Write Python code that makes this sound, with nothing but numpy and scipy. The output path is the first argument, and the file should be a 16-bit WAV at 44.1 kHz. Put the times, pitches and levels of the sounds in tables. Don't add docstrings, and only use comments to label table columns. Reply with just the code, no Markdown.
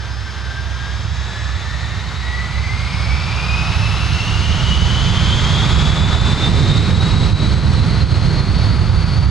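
import sys
import numpy as np
from scipy import signal
from scipy.fft import rfft, irfft, next_fast_len
from scipy.io import wavfile
from scipy.ndimage import uniform_filter1d

SR = 44100
rng = np.random.default_rng(int(sys.argv[2]) if len(sys.argv) > 2 else 0)


def dump(signal):
    limited = np.clip(np.atleast_2d(signal).T, -1, 1)
    pcm = np.round(limited * 32767).astype(np.int16)
    wavfile.write(sys.argv[1], SR, pcm)


N = 410130
TIME = np.arange(N) / SR

# (time [s], pitch [Hz])
FAN = [(0.0, 1574), (0.45, 1565), (0.85, 1619), (1.5, 1735), (2.0, 1861), (2.5, 1982), (3.0, 2212),
       (3.5, 2470), (4.0, 2670), (5.0, 3035), (6.0, 3450), (6.5, 3613), (7.0, 3812), (7.5, 3950),
       (8.0, 4095), (8.7, 4310), (9.3, 4440)]
# (time [s], peak [dB], length at half height [s])
GUSTS = [(.2, -0.5, .12), (1.08, -2, 0.11), (5.96, 2.5, 0.05), (6.04, -4, 0.11), (6.12, 1, 0.07),
         (6.2, -3.5, 0.03), (6.26, 2, 0.054), (6.49, 2.5, 0.027), (6.78, 3, 0.13), (6.97, -0.5, 0.032),
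         (7.05, 3, 0.088), (7.26, 0.5, 0.042), (7.33, -4, 0.046), (7.53, 1, 0.06), (7.62, -4, 0.06),
         (7.74, 2.5, 0.053), (7.93, 0.2, 0.063), (8.08, -3, 0.045), (8.16, 3.5, 0.041), (8.4, 1.5, .04),
         (8.49, -1, 0.068), (8.63, 3, 0.13), (8.89, -1, 0.049), (9.27, -2.5, 0.039)]


def gain_of(db):
    return 10 ** (np.asarray(db) / 20)


def evened(x):
    return x / np.sqrt(np.mean(abs(x) ** 2) + 1e-20)


def read(points, hz):
    f, value = np.transpose(points)
    return np.interp(np.log(hz + 1), np.log(f + 1), value)


def curves(rows):
    s, *columns = np.transpose(rows)
    return [np.interp(TIME, s, column) for column in columns]


def bumps(rows):
    return gain_of(sum(db * 2 ** -(2 * (TIME - s) / length_s) ** 2 for s, db, length_s in rows))


def phasor(hz):
    return np.exp(2j * np.pi * np.cumsum(hz) / SR)


def wander(rate_hz, channels=2, order=2, clock=TIME):
    count = next_fast_len(N // 10)
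    hz = np.fft.fftfreq(count, N / SR / count)
    a, b = rng.standard_normal((2, channels, count))
    slow = evened(np.fft.ifft((a + 1j * b) / (1 + abs(hz / rate_hz) ** order)))
    slow_s = np.linspace(0, N / SR, count)
    return np.array([np.interp(clock % (N / SR), slow_s, row) for row in slow])


def noise(colour, band_hz):
    size = next_fast_len(N, True)
    hz = np.fft.rfftfreq(size, 1 / SR)
    shape = gain_of(read(colour, hz))
    inside = (hz > band_hz[0]) & (hz < band_hz[1])
    power = np.sum(shape[inside] ** 2) / len(hz)
    white = rfft(rng.standard_normal((2, size)))
    return irfft(white * shape, size)[:, :N] / np.sqrt(power)


def patchy(x, depth_db, size=512):
    z = signal.stft(x, nperseg=size)[2]
    field = rng.standard_normal(z.shape[1:])
    for _ in range(2):
        field = uniform_filter1d(field, size=9, axis=0)
        field = uniform_filter1d(field, size=12, axis=1)
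    return signal.istft(z * gain_of(depth_db * evened(field)), nperseg=size)[1][:, :N]


def follow_speed(knee_db, knee_hz, rise_db, fall_db, floor_db):
    (blade_hz,) = curves(FAN)
    octaves = np.log2(blade_hz / knee_hz)
    slope_db = np.minimum(rise_db * octaves, -fall_db * octaves)
    return np.hypot(gain_of(knee_db + slope_db), gain_of(floor_db))


def drone(start_hz=67, end_hz=65.45, second_db=-11.0):
    # (time [s], level [dB])
    drone_level = [(0, -25.5), (.28, -30), (.45, -24.5), (.8, -29), (1.05, -23), (1.38, -27.5),
                   (1.55, -24.5), (1.9, -28.5), (2.3, -26.5), (3.05, -22.5), (3.4, -25.5), (3.75, -25.5),
                   (5.3, -26), (5.8, -20), (6.3, -29), (7.3, -29), (9.3, -22)]
    beat_hz, swell_s = 3.78, .435
    hz = np.interp(TIME, [0, 3.5], [start_hz, end_hz])
    (level_db,) = curves(drone_level)
    beat = 1 + gain_of(second_db) * np.exp(-2j * np.pi * beat_hz * (TIME - swell_s))
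    unrest = np.interp(TIME, [1.6, 3, 6], [.12, .5, 1.2])
    unsteady = (beat + unrest * wander(rate_hz=7, channels=1)[0]) / np.hypot(1, unrest)
    return np.sqrt(2) * gain_of(level_db) * (unsteady * phasor(hz)).real


def compressors(waver_rad=0.94):
    # (time [s], pitch [Hz], pitch of a second engine [Hz], level [dB])
    compressor_rows = [(0, 5090, 5250, -45.5), (.4, 5095, 5250, -45.5), (.65, 5120, 5250, -49),
                       (.9, 5200, 5285, -51), (1.4, 5470, 5510, -52), (2.2, 5870, 5920, -58),
                       (2.55, 6020, 6060, -58), (2.75, 6110, 6140, -53), (3, 6280, 6320, -60),
                       (3.6, 6700, 6760, -66)]
    *pitches_hz, level_db = curves(compressor_rows)
    direct = np.interp(TIME, [.3, .9], [.75, .2])
    lines = 0
    for hz in pitches_hz:
        swing = np.sqrt(1 - direct ** 2) * wander(rate_hz=7.7)
        phase_rad = waver_rad * wander(rate_hz=3, channels=1, order=3)[0].real
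        swing[0] += direct * np.exp(1j * phase_rad)
        lines = lines + swing * phasor(hz)
    return gain_of(level_db) * lines.real


def ducts():
    # (multiple of blade tone, level [dB], width [Hz], strongest at blade tone [Hz], range [octaves])
    duct_tones = [(1.995, -43.3, 110, 1720, .11), (1.99, -41, 70, 1945, .07), (1.99, -39.5, 150, 2450, .14),
                  (2.003, -43.7, 125, 3250, .2), (2.29, -43.5, 280, 1710, .08),
                  (2.27, -40.5, 170, 2200, .09), (2.24, -50, 280, 2950, .14), (1.42, -47, 400, 1690, .08),
                  (1.51, -39, 380, 2560, .19), (3.0, -44.5, 1300, 1680, .08), (3.75, -50.5, 380, 1640, .07),
                  (3.69, -52, 160, 1780, .09), (4.2, -51, 900, 1690, .08), (3.99, -57, 160, 1910, .05),
                  (3.82, -54.5, 520, 2170, .06), (3.86, -55.5, 700, 2620, .08),
                  (4.54, -60.5, 90, 1700, .035)]
    (blade_hz,) = curves(FAN)
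    turns, out = np.cumsum(blade_hz) / SR, np.zeros((2, N))
    for multiple, db, width_hz, best_hz, octaves in duct_tones:
        passed = np.exp(-.5 * (np.log2(blade_hz / best_hz) / octaves) ** 2)
        tone = wander(rate_hz=width_hz / 2) * np.exp(2j * np.pi * multiple * turns)
        out += gain_of(db) * passed * tone.real
    return np.sqrt(2) * out


def whistle(multiple=1.04, half_width_hz=280):
    # (level at knee [dB], knee blade tone [Hz], rise [dB/octave], fall [dB/octave], floor [dB])
    whistle_law = (-28, 3230, 18.5, 41, -42.5)
    (blade_hz,) = curves(FAN)
    hump = wander(rate_hz=half_width_hz, order=3) * phasor(multiple * blade_hz)
    return follow_speed(*whistle_law) * evened(hump.real)


def far_fans(half_width_hz=140):
    # (time [s], blade tone [Hz], level [dB], level of its octave [dB])
    far_rows = [(0, 1743, -48, -61), (.6, 1779, -54, -48), (1.3, 1840, -47, -43), (1.8, 1935, -44, -42),
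                (2.15, 2065, -53, -45), (2.5, 2241, -42, -48), (2.95, 2503, -49, -52),
                (3.3, 2676, -38, -47), (4, 2990, -53, -47), (5, 3377, -36, -47), (5.6, 3632, -32, -44),
                (6.3, 3908, -32, -46), (7.2, 4320, -39.5, -57), (8, 4430, -38.5, -60),
                (9.3, 4517, -37, -59)]
    hz, tone_db, octave_db = curves(far_rows)
    carrier = phasor(hz)
    clock = np.cumsum(hz / hz.mean()) / SR
    line = np.interp(TIME, [3.3, 5.5], [.7, .3]) * wander(rate_hz=28, clock=clock)
    tone = evened(line + wander(rate_hz=half_width_hz, clock=clock)) * carrier
    octave = wander(rate_hz=400, order=3, clock=clock) * carrier ** 2
    return np.sqrt(2) * (gain_of(tone_db) * tone + gain_of(octave_db) * octave).real


def exhaust(air_db=-76.5, gust_hz=15, gust_span_s=1.0):
    # (frequency [Hz], density [dB per Hz])
    throb_colour, rumble_colour = [(5, -24), (15, -30), (28, -8.5), (42, -1.5), (60, 1.5), (75, 4),
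                                   (110, -21), (200, -90), (1000, -130)], [(5, -36), (15, -33), (28, -36), (42, -19), (54, -9),
                                                  (74, 2.5), (100, 4.2), (118, 1.8), (145, -12), (250, -68),
                                                  (2000, -120)]
    upper_rumble_colour, body_colour = [(80, -30), (115, -7), (135, 1), (165, -1), (195, -7), (230, -13.5),
                                        (290, -24), (600, -91)], [(100, -36), (180, -1.5), (240, 1.5),
                                                              (300, 1.5), (400, 0), (520, -5), (700, -9.5),
                                                              (1200, -20), (3000, -70), (9000, -100)]
    roar_colour, hiss_colour = [(250, -7.5), (500, -6), (700, -1.5), (950, 1.5), (1080, 0.5), (1250, 2.5),
                                (1480, 0.5), (1700, -4.5), (2050, -6), (2700, -9), (4000, -9), (9000, -67)], [(900, -19), (2000, 7.5), (2900, 3.5), (3800, 6.7),
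                                              (4400, 3.7), (4950, 4.7), (5450, -1.8), (6300, -2),
                                              (7300, -8.5), (8600, -13), (9500, -18.5), (10600, -21),
                                              (11400, -26), (12200, -38), (14000, -58)]
    air_colour = [(3000, -12), (9000, -2), (14500, 0), (15500, -6)]
    # (level at knee [dB], knee blade tone [Hz], rise [dB/octave], fall [dB/octave], floor [dB])
    throb_law, rumble_law = (-19.5, 3100, 31, 0, -46), (-16.5, 3350, 12, -2.5, -43.5)
    upper_rumble_law, body_law = (-16.5, 3801, 18.5, 30, -50.5), (-27.5, 3661, 32, 26.5, -46)
    hiss_law = (-34.5, 3394, 10.5, 25.5, -63)
    # (time [s], level [dB])
    roar_level = [(0, -40), (1.6, -36), (2.4, -36), (3.7, -29.5), (4.2, -31.5), (5.2, -29.5), (6.1, -26),
                  (6.8, -31.5), (9.3, -33.5)]
    # (time [s], depth [dB])
    flutter = [(0, 0.55), (5.5, 0.1), (9.3, 0.55)]
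    # (time [s], peak [dB], length at half height [s])
    surges = [(.15, -1, 0.33), (1.05, 4, 0.15), (1.93, 1, 0.17), (2.28, -3.5, 0.22), (2.58, 1, 0.17),
              (3.1, 0.5, .15), (3.42, -3, 0.18), (3.9, -1.5, .25), (4.24, -5, 0.078), (4.44, -0.5, 0.069),
              (5.6, 0.05, 0.99), (7.61, -9, 0.015)]

    (roar_db,), (depth_db,) = curves(roar_level), curves(flutter)
    air_fade_db = np.interp(TIME, [5.5, 8.5], [0, -12])
    throb = follow_speed(*throb_law) * noise(throb_colour, (20, 100))
    rumble = follow_speed(*rumble_law) * noise(rumble_colour, (72, 135))
    upper_rumble = follow_speed(*upper_rumble_law) * noise(upper_rumble_colour, (125, 230))
    body = follow_speed(*body_law) * noise(body_colour, (240, 600))
    roar = gain_of(roar_db) * noise(roar_colour, (700, 1450))
    hiss = follow_speed(*hiss_law) * noise(hiss_colour, (4800, 9000))
    air = gain_of(air_db + air_fade_db) * noise(air_colour, (12000, 15000))

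    drift = wander(rate_hz=gust_hz, channels=1)[0].real
    brief = drift - uniform_filter1d(drift, size=round(gust_span_s * SR))
    shake = gain_of(depth_db * evened(brief))
    upper = (body + patchy(roar + hiss, depth_db=0.28)) * shake * bumps(GUSTS)
    return (throb + rumble + upper_rumble) * bumps(surges) + upper + air


def fans(direct_at_idle=1.6, fading_db=-0.8):
    # (pitch as a factor on FAN, level re whine [dB], width as a share of pitch)
    fan_tones = [(1.002, -5, .007), (.991, -5, .01), (1.005, -5.5, .016), (1.0, -8, .04)]
    # (time [s], level [dB])
    whine_level = [(0, -36), (0.6, -41), (1.4, -39), (2.05, -39.5), (2.4, -35.5), (3.4, -32), (3.95, -34.5),
                   (4.7, -29.5), (5.5, -30.5), (6.2, -30), (6.8, -31), (7.5, -36.5), (8.4, -37.5),
                   (8.9, -44), (9.3, -46)]
    # (time [s], peak [dB], length at half height [s])
    whine_swells = [(0, -4, 0.055), (.07, -17, .05), (.21, -14, 0.073), (.32, 2, 0.08), (.55, 8.5, 0.11),
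                    (.66, -1, 0.055), (.85, 6.5, .16), (1.08, -10, 0.07), (1.4, 4, 0.096), (2.35, 7, 0.14),
                    (2.7, 7, 0.052), (2.85, -3, .08), (3.15, 5, 0.074), (3.61, 8, 0.14), (4.23, 6, 0.11),
                    (4.72, -0.5, .08), (5.32, 6, 0.062), (5.58, 4, 0.085), (6.46, 6.5, 0.096),
                    (7.02, 5, 0.05), (7.4, 5, 0.1), (7.77, 4, 0.048), (8.42, 6.5, 0.1), (9.15, 12, 0.05)]
    (blade_hz,), (whine_db,) = curves(FAN), curves(whine_level)
    turns, typical_hz = np.cumsum(blade_hz) / SR, blade_hz.mean()
    clock = np.cumsum(blade_hz / typical_hz) / SR
    tones = 0
    for factor, db, width in fan_tones:
        smear = wander(rate_hz=width * typical_hz / 2, clock=clock)
        tones = tones + gain_of(db) * smear * np.exp(2j * np.pi * factor * turns)
    direct = direct_at_idle * np.interp(TIME, [.9, 2.3, 7], [1, .35, .15])
    waver_rad = 1.3 * wander(rate_hz=8, channels=1, order=3)[0].real * blade_hz / typical_hz
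    tones[0] += direct * np.exp(2j * np.pi * turns + 1j * waver_rad)
    swell_db = fading_db * evened(wander(rate_hz=3.7, channels=1, order=4).real)
    level = np.sqrt(2 / (1 + direct ** 2)) * gain_of(whine_db + swell_db)
    return level * bumps(whine_swells) * tones.real


def microphones(pair):
    # (frequency [Hz], left-right likeness [0-1])
    likeness = [(20, 0.99), (45, .997), (150, 0.99), (300, 0.95), (600, 0.91), (1500, 0.92), (1800, 0.83),
                (4500, 0.89), (5400, 0.85), (6300, 0.965), (10000, 0.98)]
    # (frequency [Hz], left minus right [dB])
    balance = [(35, -13), (60, -8), (110, -6.5), (220, -1.5), (420, -1.5), (630, 2), (820, -0.5),
               (1750, 3.3), (2700, 0.6), (4700, -0.6), (7000, 2), (9000, 0)]
    # (frequency [Hz], phase by which left leads [rad])
    lead = [(20, -.5), (60, -0.93), (120, -0.76), (280, -0.65), (520, -.25), (1500, -0.03), (1950, -.35),
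            (3200, -0.29), (5400, 0.63), (9000, 0)]
    size = next_fast_len(N, True)
    hz = np.fft.rfftfreq(size, 1 / SR)
    shared, scattered = rfft(pair, size)
    same = np.clip(read(likeness, hz), 0, 1)
    shared = shared * np.sqrt((1 + same) / 2)
    scattered = scattered * np.sqrt((1 - same) / 2)
    ratio = gain_of(read(balance, hz)) * np.exp(1j * read(lead, hz))
    ports = np.array([(shared + scattered) * ratio, shared - scattered]) * 2 / abs(1 + ratio)
    return irfft(ports, size)[:, :N]


def scene():
    engines = exhaust()
    engines = engines + (fans() + far_fans() + ducts() + whistle()) * bumps(GUSTS)
    engines = engines + compressors()
    engines[0] += drone()
    return microphones(engines)


def record(dry, ceiling_db=-3.0, recovery_db_per_s=60, edge_hz=15200):
    over_db = np.maximum(20 * np.log10(abs(dry).max(0) + 1e-9) - ceiling_db, 0)
    fall_db = TIME * recovery_db_per_s
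    held_db = np.maximum.accumulate(over_db + fall_db) - fall_db
    limited = dry / gain_of(uniform_filter1d(held_db, size=90))
    low_pass = signal.firwin(511, edge_hz, window=("kaiser", 9), fs=SR)
    return signal.oaconvolve(limited, low_pass[None], "same")


dry = scene()
out = record(dry)
dump(out)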